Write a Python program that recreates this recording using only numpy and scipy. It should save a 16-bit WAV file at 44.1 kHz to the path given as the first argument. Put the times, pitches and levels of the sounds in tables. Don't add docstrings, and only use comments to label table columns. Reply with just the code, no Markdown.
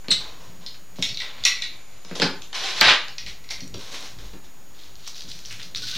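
import sys
import numpy as np
from scipy import signal
from scipy.fft import rfft, irfft, next_fast_len
from scipy.io import wavfile
from scipy.ndimage import map_coordinates

SR = 44100
rng = np.random.default_rng(int(sys.argv[2]) if len(sys.argv) > 2 else 0)


def natural_amplitude(level_db):
    exponent = np.asarray(level_db, float) / 20
    return 10 ** exponent


def output_pcm(signal):
    pcm = np.clip(np.atleast_2d(signal).T, -1, 1) * 32767
    wavfile.write(sys.argv[1], SR, np.round(pcm).astype(np.int16))


N = 263530
UNEVEN_DB = 1.1


def unit(x):
    return x / np.sqrt(np.mean(x ** 2) + 1e-20)


def peak(x):
    return x / np.abs(x).max()


def noise():
    return rng.standard_normal(N)


def along(points, hz):
    f, v = np.transpose(points)
    return np.interp(np.log(hz + 1), np.log(f + 1), v)


def curves(rows):
    s, *cols = np.transpose(rows)
    return [np.interp(np.arange(N) / SR, s, c) for c in cols]


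def wobble(rate):
    knots = rng.standard_normal(int(N * rate / SR) + 4)
    return map_coordinates(knots, [np.arange(N) * rate / SR])


def filtered(x, response):
    m = next_fast_len(len(x) + 4096)
    return irfft(rfft(x, m) * response(np.fft.rfftfreq(m, 1 / SR)), m)[:len(x)]


def band(centre_hz, width_hz):
    return lambda f: 1j * f * width_hz / (centre_hz ** 2 - f * f + 1j * f * width_hz)


def steep(centre_hz, width_hz):
    return lambda f: band(centre_hz, width_hz)(f) ** 2


def modes(table):
    def response(f):
        return sum((-1) ** k * natural_amplitude(db) * band(c, w)(f) for k, (c, w, db) in enumerate(table))
    return response


def add(track, s, x):
    part = track[round(s * SR):][:len(x)]
    part += x[:len(part)]


def burst(t, t60):
    return rng.standard_normal(len(t)) * natural_amplitude(-60 * t / t60)


def shape(s, attack, hold, t60):
    t = (np.arange(N) / SR - s).clip(0)
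    return (1 - np.exp(-t / abs(attack))) * natural_amplitude(-60 * (t - hold).clip(0) / abs(t60))


def grains(rate, smooth):
    clicks = rng.random(N) < rate / SR * natural_amplitude(4 * wobble(40))
    return unit(unit(clicks * noise()) + smooth * noise())


# (middle [s], half length [s], sub level [dB], hum level [dB])
SHIFTS = [(0.2, 0.08, -56, -57), (0.41, 0.04, -44, -74), (0.523, 0.27, -80, -51), (1.071, 0.11, -65.5, -44),
          (1.458, 0.0314, -48, -70.5), (1.66, 0.083, -59, -66), (2.258, 0.021, -47, -37),
          (2.873, 0.062, -42, -39), (3.297, 0.046, -37.5, -47), (3.66, 0.16, -47, -57),
          (3.766, 0.03, -56, -40.5), (3.94, 0.035, -55, -73), (4.24, 0.082, -38, -44),
          (4.43, 0.061, -49, -91.5), (4.887, 0.066, -56, -89), (5.317, 0.087, -45, -63),
          (5.51, 0.07, -66, -59), (5.646, 0.091, -70, -52), (5.8, 0.089, -69, -50.5),
          (5.97, 0.034, -48, -36)]
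# (frequency [Hz], width [Hz], level [dB])
BOX = [(105, 10.5, 4), (176.2, 28, 1.5), (277, 19.3, 0), (350, 49, -3.5), (527, 173, -4)]


def bed():
    t = np.arange(N) / SR
    sub_gain, hum_gain = natural_amplitude(-58.5), natural_amplitude(-54)
    for s, half, sub_db, hum_db in SHIFTS:
        swell = np.exp(-((t - s) / half) ** 2)
        sub_gain = sub_gain + natural_amplitude(sub_db) * swell
        hum_gain = hum_gain + natural_amplitude(hum_db) * swell
    sub = unit(filtered(noise(), steep(47.3, 19.0)))
    hum = unit(filtered(noise(), lambda f: modes(BOX)(f) * band(105, 90)(f)))
    sub_lumps, hum_lumps = 2 * wobble(14), 2 * wobble(12)
    return natural_amplitude(-4.5 + sub_lumps) * sub_gain * sub + natural_amplitude(-5.5 + hum_lumps) * hum_gain * hum


# (frequency [Hz], level per Hz [dB])
HISS = [(18, -14.5), (33, -24.5), (323, -27), (560, -28.5), (5360, -37), (6530, -36), (7510, -41.5),
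        (15500, -44)]
# (frequency [Hz], rms level [dB])
WHINE = [(6783, -60.5), (13593, -65)]


def camera():
    hiss = unit(filtered(noise(), lambda f: natural_amplitude(along(HISS, f))))
    out = natural_amplitude(-52 + 0.34 * wobble(3.55)) * hiss
    t = np.arange(N) / SR
    for hz, db in WHINE:
        gain = np.sqrt(2) * natural_amplitude(db + 0.64 * wobble(90))
        out = out + gain * np.sin(2 * np.pi * hz * t + 2.1 * wobble(30))
    return out


# (time [s], peak [dB], board level [dB], box level [dB], top level [dB])
KNOCKS = [(0.0441, -50, 12, -4, -18), (0.084, -17.5, -11.5, -8, -21), (0.113, -8.5, -30, -40, 0),
          (0.9594, -37, -28, -26, -4.5), (0.9863, -38.5, -4, 9, -7), (2.0489, -31.5, -7.5, -13, -9),
          (2.112, -43.5, 11.5, 14.5, -27), (2.1552, -21, -32, -11, -9), (2.1991, -10, -18, -8.5, -32),
          (2.2192, -8, -3.5, -13.5, -25.5), (2.2274, -10.5, -24, -5, -29), (2.421, -21.5, -27.5, -29, -34),
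          (2.5297, -24.5, -2, -45.5, -36.5), (2.8138, -9, 6, -14.5, -18.5), (3.083, -23.5, -8.5, -29, -44),
          (3.7452, -26.5, -14, -5, -32), (4.1874, -34.5, -6, -30.5, -24.5), (4.3343, -41, 1.5, 6.5, -31)]


def knocks():
    out, t = np.zeros(N), np.arange(SR // 6) / SR
    for s, db, board_db, box_db, top_db in KNOCKS:
        snap = peak(filtered(burst(t, .007), lambda f: band(4100, 5200)(f) ** 3))
        board = peak(filtered(burst(t, 0.039), steep(1330, 2650)))
        box = peak(filtered(burst(t, 0.0055), modes(BOX[1:])))
        tick = peak(filtered(burst(t, 0.00107), steep(15000, 7800)))
        body = natural_amplitude(board_db) * board + natural_amplitude(box_db) * box
        add(out, s, natural_amplitude(db) * (snap + body + natural_amplitude(top_db - 31.5) * tick))
    return out


# (time [s], pitch [Hz], level [dB])
SQUEAK = [
    (.102, 4900, -59.5),
    (.1045, 4440, -27.5),
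    (.108, 3963, -16),
    (.12, 3906, -19.5),
    (.135, 3795, -22),
    (.157, 4200, -30),
    (.16, 3900, -62),
]


def squeak():
    hz, db = curves(SQUEAK)
    phase = 2 * np.pi * np.cumsum(hz * (1 + 0.052 * wobble(500))) / SR
    tone = np.sin(phase) + natural_amplitude(db + 15.0) * np.sin(2 * phase)
    return natural_amplitude(db + 3.2 * wobble(287.2)) * (db > -59.5) * tone


# (time [s], peak [dB], pitch [Hz], time to fall 60 dB [s])
THUMPS = [
    (0.111, -33, 177, 0.09),
    (0.985, -26.5, 176, 0.139),
    (2.217, -18.5, 353, 0.045),
    (3.614, -33, 197, 0.5),
    (3.691, -39, 105, 0.28),
    (3.748, -40, 249, 0.14),
    (3.931, -41, 276, 0.72),
    (4.17, -46, 98, 0.3),
    (4.339, -39, 326, 0.113),
    (5.238, -40, 169, 0.51),
]


def thumps():
    out, t = np.zeros(N), np.arange(SR // 4) / SR
    for s, db, hz, t60 in THUMPS:
        push = filtered(burst(t, t60), lambda f: modes(BOX)(f) * steep(hz, 160)(f))
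        add(out, s, natural_amplitude(db) * peak(push))
    return out


# (time [s], time to fall 60 dB [s], skin level [dB], board share [dB], fizz share [dB])
FLICKS = [(0.112, 0.12, -20.5, -29, 0), (0.201, 1, -42.5, 4, -4.5), (1.027, 0.3, -43.5, -16, 16),
          (1.449, 0.26, -22, -26, 7.5), (0.402, 0.41, -52.5, 4, 5.5), (1.218, 1, -41.5, 1, -19),
          (0.742, 0.13, -46, -16, -8), (0.958, 0.25, -43.5, -20, -2), (0.989, 0.17, -42.5, -12, -1),
          (1.38, 0.56, -48.5, -10, -11.5), (1.72, 1, -55.5, 2.5, -18), (1.92, 0.65, -57.5, 5, -9),
          (2.151, 0.26, -33.5, -1, 4.5), (2.218, 0.16, -20.5, 2.5, -23), (3.269, 0.32, -35.5, -16, -1.5),
          (3.502, 0.3, -31.5, -8, 3), (3.94, 0.15, -38, -5, -7), (4.44, 0.26, -50, -9, 1),
          (5.51, 0.33, -40, -20, 8)]
# (time [s], length [s], skin level [dB], board share [dB], fizz share [dB])
DRAGS = [(0.606, 0.04, -52.5, 1.5, -1), (2.078, 0.14, -49, -1, -7), (2.523, 0.013, -40.5, -5, -4),
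         (2.54, 0.28, -30, -6.5, -7), (2.813, 0.045, -24.5, -1, -36.5), (2.864, 0.048, -22.5, -0.5, -29),
         (3.788, 0.11, -41.5, -3.5, 1.5), (3.914, 0.15, -39, -4.5, 1), (4.182, 0.1, -48, -5.5, -0.5)]
# (frequency [Hz], width [Hz], level [dB])
CELLS = [(760, 7.7, -34), (1043, 51, 1), (1560, 76, -16), (2700, 110, -24), (3960, 820, -14)]
# (frequency [Hz], level per Hz [dB])
FOAM = [(4000, -34), (5500, 8), (6600, 5.5), (8500, -1), (11000, 2.5), (15500, -9.5)]


def strokes():
    slips = grains(3000, smooth=1.28)
    pockets = lambda f: 1 + 3 * modes(CELLS)(f)
    skin = unit(filtered(slips, lambda f: pockets(f) * abs(band(4000, 4500)(f)) ** 3))
    wall = unit(filtered(slips, lambda f: pockets(f) * abs(band(2100, 3000)(f)) ** 3))
    board = unit(filtered(noise(), lambda f: pockets(f) * steep(600, 1100)(f)))
    fizz = unit(filtered(slips, lambda f: natural_amplitude(along(FOAM, f))))
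    rubs = [(shape(s, 0.0016, 0, t60), *levels) for s, t60, *levels in FLICKS]
    rubs += [(shape(s, 0.0075, length, 0.29), *levels) for s, length, *levels in DRAGS]
    out = np.zeros(N)
    for stroke, db, board_db, fizz_db in rubs:
        wall_db = -4.5 - 0.469 * fizz_db
        foam = skin + natural_amplitude(wall_db) * wall + natural_amplitude(board_db) * board + natural_amplitude(fizz_db) * fizz
        out += natural_amplitude(db) * stroke * foam
    return natural_amplitude(-6.0 + UNEVEN_DB * wobble(29.84)) * out


# (time [s], peak [dB], middle ring [Hz], low ring level [dB], high ring level [dB])
CLACKS = [(0.118, -12, 3830, -9.5, -27), (0.6636, -21.5, 4270, -17, -35), (1.0165, -25, 4400, -30.5, -7),
          (1.0248, -5, 3750, -10, -8), (1.09, -14, 4280, -17, -10), (1.109, -32, 4400, -18, -16.5),
          (1.1453, -22, 4200, -25.5, -21), (1.1723, -16, 4100, -11, -30), (1.2022, -15, 3740, -5.5, -10),
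          (1.2187, -17.5, 3750, -9, -23), (1.4379, -11.5, 3770, -17, -19), (1.4515, 0.5, 4270, -6.5, -2.5),
          (1.4665, -6.5, 3930, -8, -22), (1.6215, -13.5, 3900, -6.5, -28), (1.636, -18.5, 4000, -5, -17),
          (3.1821, -17, 4170, -8, -3.5), (3.2634, -23.5, 4080, -1.5, -11), (3.4415, -34.5, 4300, -2, -8),
          (3.49, -24.5, 4270, -8, -6), (3.5073, -16.5, 3960, -7, -5), (3.6055, -21.5, 4300, -14.5, -5),
          (3.741, -22.5, 4000, -23, -4)]
# (frequency [Hz], width [Hz], level [dB])
PART = [(1889, 100, -3), (2087, 294, 1), (2212, 215, 3), (2570, 740, -7)]
# (frequency [Hz], width [Hz], level [dB])
RIM = [(4680, 120, -6), (5320, 74, 0), (5660, 230, 3), (6740, 50, -33), (9000, 100, -21)]


def clacks():
    out, t, long = np.zeros(N), np.arange(SR // 6) / SR, np.arange(SR // 2) / SR
    for s, db, hz, low_db, high_db in CLACKS:
        crack = peak(filtered(burst(t, .007), lambda f: band(hz + 400, 4200)(f) ** 3))
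        low = peak(filtered(burst(t, 0.036), modes(PART)))
        middle_modes = [(hz, 340, 0), (0.87 * hz, 450, -9), (1.04 * hz, 380, -6)]
        middle = peak(filtered(burst(t, 0.039), modes(middle_modes)))
        high = peak(filtered(burst(t, 0.022), modes(RIM)))
        middle_db = -8 - 0.27 * high_db
        ring = natural_amplitude(low_db) * low + natural_amplitude(middle_db) * middle + natural_amplitude(high_db) * high
        add(out, s, natural_amplitude(db - 2.0) * (natural_amplitude(-1) * crack + natural_amplitude(-2.0) * ring))
        after = peak(filtered(burst(long, 1.2), steep(2290, 240)))
        add(out, s, natural_amplitude(db + low_db - 32.5) * after)
    return out


# (time [s], peak [dB], centre [Hz], brightness [dB])
SNAPS = [(2.8114, 3.5, 4400, 2), (2.8116, 0.5, 5030, 8.5), (2.8992, -14.5, 6560, -4),
         (3.6425, -30, 6000, 8), (3.6782, -22, 8000, 19), (3.7813, -29, 6500, 10), (3.926, -29, 7000, 10),
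         (3.9494, -25, 7000, 14), (4.0083, -21, 7500, 14), (4.19, -38, 5500, 6), (5.316, -23, 4500, 4),
         (5.3188, -24, 4700, 9), (1.2295, -32, 8700, 0), (1.914, -40, 5000, 8)]
# (time [s], peak [dB], centre [Hz], brightness [dB])
CRACKLES = [(4.8358, -33, 3930, -2), (4.9556, -28, 4020, 6), (4.9646, -37, 3870, 6), (5.0665, -30, 3460, 6),
            (5.077, -16.5, 3890, 20), (5.1457, -30, 4020, -4), (5.1637, -37, 5450, 6),
            (5.1807, -29, 5510, 6), (5.195, -25, 4260, -1), (5.2082, -18, 5400, 8), (5.2204, -23, 4650, 6),
            (5.2264, -31, 4740, 6), (5.2404, -33, 4430, 4), (5.2789, -32, 4320, 3), (5.3018, -20, 5460, 17),
            (5.3064, -30, 4360, 6), (5.3133, -26, 4490, 1), (5.333, -29, 4270, 10), (5.3907, -25, 5490, 9),
            (5.4514, -26.5, 3640, 6), (5.458, -21, 5740, -1), (5.509, -24.5, 2920, 5),
            (5.5267, -18, 4390, 17), (5.5977, -26.5, 2620, 10), (5.6167, -21, 4130, 6),
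            (5.6304, -24, 4470, 8), (5.7486, -15, 3990, 2), (5.7591, -17, 4200, -2.5),
            (5.774, -16, 5510, 6), (5.7814, -33, 4020, 2), (5.8274, -23, 4480, 0), (5.8424, -22, 4500, 6),
            (5.885, -29, 3820, 1), (5.89, -25, 4010, 6), (5.901, -24, 4640, 4), (5.9132, -17, 4240, 9),
            (5.9406, -24, 4100, 4), (5.9623, -18, 3760, 11), (5.9654, -23, 6070, -3)]


def crackles():
    out, t = np.zeros(N), np.arange(SR // 40) / SR
    for s, db, hz, bright_db in SNAPS + CRACKLES:
        click = filtered(burst(t, .0026), steep(hz, 1500 * natural_amplitude(bright_db)))
        add(out, s, natural_amplitude(db) * peak(click))
    return out


# (time [s], length [s], pitch [Hz], level [dB])
CREAKS = [
    (2.625, 0.0554, 760, -38),
    (2.63, 0.026, 1520, -40),
    (2.701, 0.048, 1532, -42),
    (3.745, 0.0155, 1364, -44.5),
    (5.825, 0.0296, 1485, -45.5),
    (5.925, 0.0296, 1534, -46.5),
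]


def creaks():
    out, drift, waver = np.zeros(N), .8 * wobble(60), natural_amplitude(3.5 * wobble(90))
    for s, length, hz, db in CREAKS:
        t = np.arange(round(length * SR)) / SR
        swell = np.sqrt(np.sin(np.pi * t / length))
        phase = 2 * np.pi * hz * t + drift[round(s * SR):][:len(t)]
        add(out, s, natural_amplitude(db + 1.5) * swell * np.sin(phase))
    return waver * out


# (time [s], hold [s], time to fall 60 dB [s], level [dB], centre [Hz])
RUSTLES = [(4.737, 0.051, 0.27, -51.5, 4020), (4.778, 0.083, 0.51, -50.5, 4000),
           (4.979, 0.072, 0.23, -49, 4150), (5.065, 0.014, 0.25, -35, 5000), (5.152, 0.01, 0.47, -36, 4640),
           (5.28, 0.061, 0.258, -39.5, 4680), (5.38, 0.059, 0.18, -49, 4770),
           (5.445, 0.025, 0.35, -38, 4890), (5.496, 0.032, 0.38, -41.5, 2520),
           (5.593, .02, 0.19, -40, 2880), (5.622, 0.013, 0.19, -36.5, 4450),
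           (5.745, 0.0051, 0.26, -26.5, 4400), (5.817, 0.029, 0.4, -31, 4420),
           (5.868, 0.065, .4, -34, 4235), (5.94, .04, .3, -34.5, 3600)]
# (frequency [Hz], width [Hz], level [dB])
SHEET = [(2400, 400, -33), (3600, 730, -7), (4050, 160, -26.5), (5940, 230, 6)]


def rustles():
    crumples = np.array([natural_amplitude(db) * shape(s, 0.007, hold, t60) for s, hold, t60, db, _ in RUSTLES])
    centre = np.array(RUSTLES)[crumples.argmax(axis=0), -1]
    hz, t, z = signal.stft(grains(1200, smooth=.85), SR, nperseg=256)
    hz = hz[:, None]
    at = np.minimum((t * SR).astype(int), N - 1)
    creases = steep(centre[at], 2300)(hz)
    panels = 1 + abs(modes(SHEET)(hz))
    gain = abs(creases * panels) + natural_amplitude(-12) * (hz > 1200)
    sheet = signal.istft(z * gain / np.linalg.norm(gain, axis=0), SR, nperseg=256)[1][:N]
    return natural_amplitude(-2.5 + 1.5 * UNEVEN_DB * wobble(40)) * crumples.sum(axis=0) * unit(sheet)


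# (frequency [Hz], time to fall 60 dB [s])
ROOM = [(150, 0.29), (1000, 0.42), (4000, 0.34), (8000, 0.25), (14000, 0.2705)]


def room(x):
    step = SR // 5
    pieces = np.pad(x, (0, -N % step)).reshape(-1, step)
    hz, t, z = signal.stft(rng.standard_normal((len(pieces), SR // 2)), SR, nperseg=256)
    decay = natural_amplitude(-60 * t / along(ROOM, hz)[:, None])
    tails = signal.istft(z * decay, SR, nperseg=256)[1]
    tails = tails * (1 - np.exp(-np.arange(tails.shape[1]) / (.006 * SR)))
    tails = tails / np.linalg.norm(tails, axis=1, keepdims=True)
    answers = signal.fftconvolve(pieces, tails, axes=1)
    out = np.zeros(N)
    for k, answer in enumerate(answers):
        add(out, k * step / SR, answer)
    return out


WET = dict(clacks=0, knocks=1, crackles=-6.8, squeak=-4.5, strokes=-8, rustles=-4.5)
# (frequency [Hz], level [dB])
MIC = [(20, -1), (4500, 1), (6000, -2.5), (8000, -8.5), (11000, -13.5), (16000, -13.5)]


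def scene():
    near = dict(knocks=knocks(), squeak=squeak() + creaks(), strokes=strokes(),
                clacks=clacks(), crackles=crackles(), rustles=rustles())
    echo = room(sum(natural_amplitude(WET[name]) * x for name, x in near.items()))
    air = sum(near.values()) + echo + bed() + thumps()
    mono = filtered(air, lambda f: natural_amplitude(along(MIC, f))) + camera()
    return np.array([mono, mono])


# (start [s], end [s])
THIN_SPELLS = [(0, .08), (1.565, 3.1)]
# (frequency [Hz], level [dB])
APART = [(60, -66), (200, -62), (380, -42), (700, -27), (2380, -12), (4400, -7), (8120, -1.5), (15000, 5)]


def thin_spells(mono):
    hz, t, z = signal.stft(mono, SR, nperseg=512)
    thin = sum((t > a) & (t < b) for a, b in THIN_SPELLS)
    dice = np.kron(rng.random((33, len(t) // 4 + 1)), np.ones((8, 4)))[:len(hz), :len(t)]
    unlucky = dice < ((hz[:, None] - 10500) / 5500).clip(0) ** 2
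    weak = abs(z) < np.maximum(natural_amplitude(-66), natural_amplitude(-30) * abs(z).max(axis=0))
    z *= 1 - thin * unlucky * weak
    scrambled = z * np.exp(2j * np.pi * rng.random(z.shape))
    difference = scrambled * natural_amplitude(along(APART, hz) - 0.5)[:, None] * thin
    mid, side = signal.istft(np.array([z, difference]), SR, nperseg=512)[1][:, :N]
    return np.array([mid + side, mid - side])


def band_limit(x):
    return signal.sosfilt(signal.butter(12, 17100, fs=SR, output="sos"), x)


def record(dry):
    mono = filtered(dry[0], lambda f: f < 15850)
    offset = -0.023
    mix = np.clip(offset + thin_spells(mono), -1, 1)
    return band_limit(mix)


dry = scene()
out = record(dry)
output_pcm(out)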